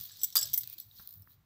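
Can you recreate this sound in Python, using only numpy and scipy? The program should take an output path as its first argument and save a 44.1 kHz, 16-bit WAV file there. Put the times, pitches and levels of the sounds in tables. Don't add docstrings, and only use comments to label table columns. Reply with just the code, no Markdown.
import sys
import numpy as np
from scipy import signal
from scipy.fft import rfft, irfft, next_fast_len
from scipy.io import wavfile
from scipy.ndimage import uniform_filter1d

SR = 44100
rng = np.random.default_rng(int(sys.argv[2]) if len(sys.argv) > 2 else 0)


def log_audio(samples):
    frames = np.atleast_2d(samples).T
    limited = np.clip(frames, -1, 1)
    pcm = np.round(limited * 32767).astype(np.int16)
    wavfile.write(sys.argv[1], SR, pcm)


N = 63945
TIME = np.arange(N) / SR
POP_CYCLES = 55


def from_db(db):
    return 10 ** (np.asarray(db) / 20)


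def rms_one(x):
    return x / np.sqrt(np.mean(x ** 2) + 1e-20)


def fade(t60):
    return np.exp(-np.log(1000) * TIME / t60)


def tilt(hz, db_per_octave, corner_hz):
    octaves = np.log2(np.maximum(hz, corner_hz) / 8000)
    return from_db(db_per_octave * octaves)


def colour(x, points, db_per_octave=0):
    size = 2 * next_fast_len(N)
    hz = np.maximum(np.arange(size // 2 + 1) * SR / size, 1)
    at, db = np.transpose(points)
    gain = from_db(np.interp(np.log(hz), np.log(at), db))
    gain = gain * tilt(hz, db_per_octave, corner_hz=3545)
    cepstrum = irfft(np.log(gain))
    cepstrum[1:size // 2] *= 2
    cepstrum[size // 2 + 1:] = 0
    return irfft(rfft(x, size) * np.exp(rfft(cepstrum)))[:N]


def add(out, s, sound):
    start = int(np.clip(s * SR, 0, N - 1))
    out[start:] += sound[:N - start]


def burst(t60):
    x = rng.standard_normal(N) * fade(t60)
    return x / np.sqrt(np.sum(x ** 2))


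def snap(t60):
    share = 0.26
    return np.sqrt(share) * (TIME == 0) + np.sqrt(1 - share) * burst(t60)


def ring(modes, db_per_octave, scatter_db, detune):
    rattle_share, rattle_hz = .6, 70
    out = np.zeros(N)
    knots = np.arange(int(N / SR * rattle_hz) + 2) / rattle_hz
    for hz, db, t60 in modes:
        strength, shift, phase = rng.standard_normal(3)
        t = TIME[TIME < 2 * t60]
        wander = rng.standard_normal(len(knots)) + 1j * rng.standard_normal(len(knots))
        flutter = 1 + rattle_share * np.interp(t, knots, wander * (knots > 0))
        turn = 2j * np.pi * (hz * (1 + detune * shift) * t + phase)
        wave = np.real(flutter * np.exp(turn - np.log(1000) * t / t60))
        level = from_db(db + scatter_db * strength) * tilt(hz, db_per_octave, corner_hz=1110)
        out[:len(t)] += level * wave
    return out * (1 - fade(.002))


def grains(per_s):
    spread_db = 3.4
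    sizes = from_db(spread_db * np.minimum(rng.exponential(1, N), 4)) * rng.choice([-1, 1], N)
    return rms_one(sizes * (rng.random(N) < per_s / SR))


def fine_pops():
    pops_per_s, low_hz, high_hz = 900, 3750, 6200
    out, pitches = np.zeros(N), np.geomspace(low_hz, high_hz, 20)
    for hz in pitches:
        r = np.exp(-np.log(1000) * hz / (POP_CYCLES * SR))
        w = 2 * np.pi * hz / SR
        clicks = grains(pops_per_s / len(pitches))
        out += signal.lfilter([np.sin(w)], [1, -2 * r * np.cos(w), r * r], clicks) / hz
    return rms_one(out)


def dough():
    # start in seconds, wet smack in dB, bright tick in dB.
    tick_events = [(0.011, -23, -10), (0.0373, -30, -12), (0.054, -16.5, -20), (0.1714, -49, -21),
                   (0.0962, -36, -32), (0.303, -19, -20), (0.4983, -32, -18), (0.6115, -39, -22),
                   (0.6341, -9.5, -14.5), (0.6398, -14, -23), (0.675, -17, -12.5), (0.699, -49, -14.5),
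                   (0.726, -23.5, -27), (0.7293, -18, -17.5), (0.782, -25, -16.5), (0.7861, -17.5, -19),
                   (0.8001, -22, -13.5), (0.8026, -21.5, -14.5), (1.024, -32, -29), (1.0742, -26, -15),
                   (1.091, -32, -19), (1.1085, -22, -20), (1.1267, -23.5, -22.5), (1.139, -35, -21),
                   (1.2213, -50, -27)]
    # start in seconds, pitch in Hz, level in dB.
    pitched_events = [(0.108, 1676, -56), (0.3256, 5400, -34.5), (0.4754, 3630, -42), (0.4875, 3380, -41.5),
                      (0.756, 343, -71.5), (0.784, 4220, -42), (0.801, 3990, -45.5), (0.9126, 3810, -47.5),
                      (0.9689, 5510, -47.5), (0.986, 4250, -41), (0.999, 5400, -46), (1.0407, 3900, -56.5),
                      (1.3119, 3990, -56)]
    # time in seconds, wet part in dB, fine part in dB.
    crackle = [(0, -50, -47.5), (0.059, -57, -46.5), (0.111, -56, -65.5), (0.289, -59, -49),
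               (0.345, -64.5, -98), (0.449, -51.5, -59), (0.61, -62, -53), (0.68, -62.5, -64),
               (0.742, -59, -49), (0.758, -73.5, -79), (0.793, -58.5, -52), (0.877, -76.5, -66.5),
               (0.941, -69, -61), (0.992, -59.5, -53.5), (1.05, -66.5, -57), (1.164, -74, -55),
               (1.25, -86, -69), (1.33, -71.5, -60.5), (1.378, -89.5, -80), (1.45, -88.5, -87)]
    # Hz, dB.
    smack_colour = [(500, -36.5), (1500, -22), (2700, -22), (3300, -8), (3950, -4.5), (5200, -9.5),
                    (7000, -13), (10000, -17.5), (16000, -25)]
    tick_colour = [(2500, -47.5), (4000, -9.5), (7000, -21), (10000, -11), (13000, -0.5), (14800, 8),
                   (16000, -12)]
    fizz_colour = [(2500, -41.5), (4000, -27.5), (8500, -19), (11000, -7.5), (13000, 5), (14800, 15),
                   (15400, 6.5), (15900, -8)]
    smack_t60_s, tick_t60_s = .01, .007
    grains_per_s, fine_pop_share = 4000, .7

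    smacks, ticks, pitched = np.zeros((3, N))
    for s, smack_db, tick_db in tick_events:
        add(smacks, s, from_db(smack_db) * snap(smack_t60_s))
        add(ticks, s, from_db(tick_db) * snap(tick_t60_s))
    for s, hz, db in pitched_events:
        add(pitched, s, ring([(hz, db, POP_CYCLES / hz)], 0, scatter_db=1.5, detune=0))

    s, wet_db, fine_db = np.transpose(crackle)
    wet_grains = rms_one(colour(grains(grains_per_s), smack_colour))
    wet = rms_one(wet_grains + fine_pop_share * fine_pops())
    wet = from_db(np.interp(TIME, s, wet_db)) * wet
    fine = rms_one(colour(grains(grains_per_s), fizz_colour))
    fine = from_db(np.interp(TIME, s, fine_db)) * fine
    return colour(smacks, smack_colour) + colour(ticks, tick_colour) + pitched + wet + fine


def background():
    # time in seconds, level in dB.
    rumble_level = [(0, -48.5), (0.055, -79), (0.21, -65.5), (0.385, -83), (0.44, -59), (0.53, -53),
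                    (0.56, -68), (0.655, -59.5), (0.82, -86), (0.87, -62), (0.94, -70.5), (1.0, -74.5),
                    (1.1, -73.5), (1.215, -56.5), (1.255, -71), (1.42, -64), (1.45, -78)]
    # Hz, dB.
    rumble_colour = [(25, -24.5), (60, -12), (85, -6), (100, 5), (120, -8), (150, -6.5), (200, -21.5),
                     (400, -42.5), (1000, -51)]
    air_colour = [(30, 0.5), (100, 12), (250, 3), (450, -8), (1200, -5), (2500, -12), (8000, -23),
                  (16000, -25.5)]
    hum_hz, hum_db, air_db = 99.5, -78, -74

    rumble = rms_one(colour(rng.standard_normal(N), rumble_colour))
    rumble *= from_db(np.interp(TIME, *np.transpose(rumble_level)))
    hum = from_db(hum_db) * rms_one(np.sin(2 * np.pi * hum_hz * TIME))
    air = from_db(air_db) * rms_one(colour(rng.standard_normal(N), air_colour))
    return rumble + hum + air


def bangles():
    # start in seconds, ring in relative dB, ring brightness in dB per octave,
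    # clash in relative dB, clash brightness in dB per octave.
    clinks = [(0.1167, -15.5, -11, -59, -3), (0.193, -20, -31, -75, -6), (0.2035, -18, -20.5, -61, -9),
              (0.215, -7.5, -8, -18, -11), (0.2333, 5.5, 0, -5.5, -0.5), (0.2416, -9, 4, -0.5, -0.5),
              (0.326, -20.5, -12, -17.5, -6.5), (0.3593, 4.5, -2, 4.5, -10.5),
              (0.3765, -4.5, -10, -3, -9.5), (0.388, 3.5, -3, -9, -9), (0.4115, -1, -10, -7, -4),
              (0.422, -11.5, -3, -15.5, -20), (0.4276, 3, -14.5, -13, -4), (0.454, -22.5, 8, -8.5, -6),
              (0.471, -11, -3, -14.5, -4), (0.489, -34, -21.5, -26, -19.5), (0.5323, -8, -1, -4.5, -3.5),
              (0.5373, -6.5, 7, 0, 1.5), (0.5425, -9, 8.5, -2.5, 0.5), (0.5607, -15, 5, -28, 8),
              (0.5754, -7, -2.5, -2.5, 2.5), (0.578, -4, 10, -5, 8), (0.608, -14.5, 3, -22, -11.5),
              (0.807, -23, -16, -33, 10), (0.9715, -36, -23, -48, -13), (1.223, -38, -13.5, -53.5, -3.5)]
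    # start in seconds, level in relative dB.
    thick_clinks = [(0.2337, -4.5), (0.5378, -2), (0.5765, -1)]
    # pitch in Hz, level in relative dB, t60 in seconds.
    thin_modes = [(5370, -44, .07), (6020, -43, .045), (7700, -34.5, .055), (7780, -40, .085),
                  (10430, -39.5, .06), (11220, -41, .055), (13330, -28, .055), (14555, -28.5, .05),
                  (14650, -33, .055), (15110, -40, .05)]
    thick_modes = [(2085, -51, 0.06), (2190, -53, .05)]
    # Hz, dB.
    clash_colour = [(500, -38.5), (1500, -30), (2100, -29.5), (2700, -25), (3400, -7), (4800, -11),
                    (5900, 1.5), (6900, -10), (9300, -11), (12300, -8.5), (14700, 12.5), (15600, -3)]
    clash_gain_db, clash_t60_s = -1.5, 0.052

    out = np.zeros(N)
    for s, ring_db, ring_bright_db, clash_db, clash_bright_db in clinks:
        clash = colour(burst(clash_t60_s), clash_colour, clash_bright_db)
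        clash *= from_db(clash_gain_db + clash_db)
        ringing = from_db(ring_db) * ring(thin_modes, ring_bright_db, scatter_db=4.5, detune=0.001)
        add(out, s, clash + ringing)
    for s, db in thick_clinks:
        add(out, s, from_db(db) * ring(thick_modes, 0, scatter_db=2, detune=0.011))
    return out


def bowl():
    # start in seconds, clack in relative dB, clack t60 in seconds,
    # ring in relative dB, ring brightness in dB per octave.
    knocks = [(0.3549, -3.5, 0.022, -22, -8), (0.3675, -4, 0.021, -1, 1.5), (0.378, -15, 0.011, -22, -2),
              (0.4285, -36, 0.016, -24.5, -7)]
    # pitch in Hz, level in relative dB, undamped t60 in seconds.
    glass_modes = [(618, -59, 0.38), (1639, -45, 0.2), (3048, -44, 0.22), (4810, -13.5, 0.057),
                   (5920, -34, .065), (6828, -32, 0.11), (8725, -32, 0.085), (9135, -37, 0.1),
                   (12010, -34, .09), (12845, -23, 0.072)]
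    # start in seconds, level in dB, t60 in seconds.
    bump_and_tick = [(0.9962, -23, .07), (1.2742, -31, 0.0093)]
    # Hz, dB.
    clack_colour = [(200, -35), (600, -22.5), (950, -2), (1250, 7.5), (1550, -7), (2000, -1), (2650, -13.5),
                    (3400, -4.5), (6000, -6.5), (7000, 3.5), (9500, 3), (12500, -2), (13900, 16.5),
                    (15700, -3)]
    thud_colour = [(200, 6.5), (550, -9), (1100, 3.5), (1700, 2.5), (2600, -19), (8000, -41)]
    clack_gain_db = 2
    damped_s, damped_t60_s = .475, .1

    clacks, rings, thuds = np.zeros((3, N))
    for s, clack_db, clack_t60, ring_db, bright_db in knocks:
        add(clacks, s, from_db(clack_db) * burst(clack_t60))
        add(rings, s, from_db(ring_db) * ring(glass_modes, bright_db, scatter_db=1.0, detune=0))
    for s, db, t60 in bump_and_tick:
        add(thuds, s, from_db(db) * snap(t60))
    rings *= np.interp(TIME - damped_s, TIME, fade(damped_t60_s))
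    return from_db(clack_gain_db) * colour(clacks, clack_colour) + rings + colour(thuds, thud_colour)


def squeak():
    start_s, length_s, level_db = .61, .19, -67.5
    from_hz, to_hz, unevenness = 2720, 2420, .06
    progress = np.clip((TIME - start_s) / length_s, 0, 1)
    wobble = rms_one(uniform_filter1d(rng.standard_normal(N), size=100))
    hz = (from_hz + (to_hz - from_hz) * progress) * (1 + unevenness * wobble)
    swell = np.sin(np.pi * progress)
    return from_db(level_db) * swell * np.sin(2 * np.pi * np.cumsum(hz) / SR)


def room(x):
    split_hz, onset_s = 5200, 0.029
    response = 0
    # filter kind, t60 in seconds, level in dB
    for kind, t60, db in (("low", 0.27, -8.5), ("high", 1, -23.5)):
        band = signal.butter(2, split_hz, kind, fs=SR, output="sos")
        response = response + from_db(db) * signal.sosfilt(band, burst(t60))
    return signal.fftconvolve(x, response * np.minimum(TIME / onset_s, 1))[:N]


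def scene():
    near = dough() + bangles() + bowl() + squeak()
    return (near + room(near) + background())[None]


def record(dry):
    steep_cut = signal.ellip(10, .2, 80, 15700, fs=SR, output="sos")
    return signal.sosfilt(steep_cut, dry)


dry = scene()
out = record(dry)
log_audio(out)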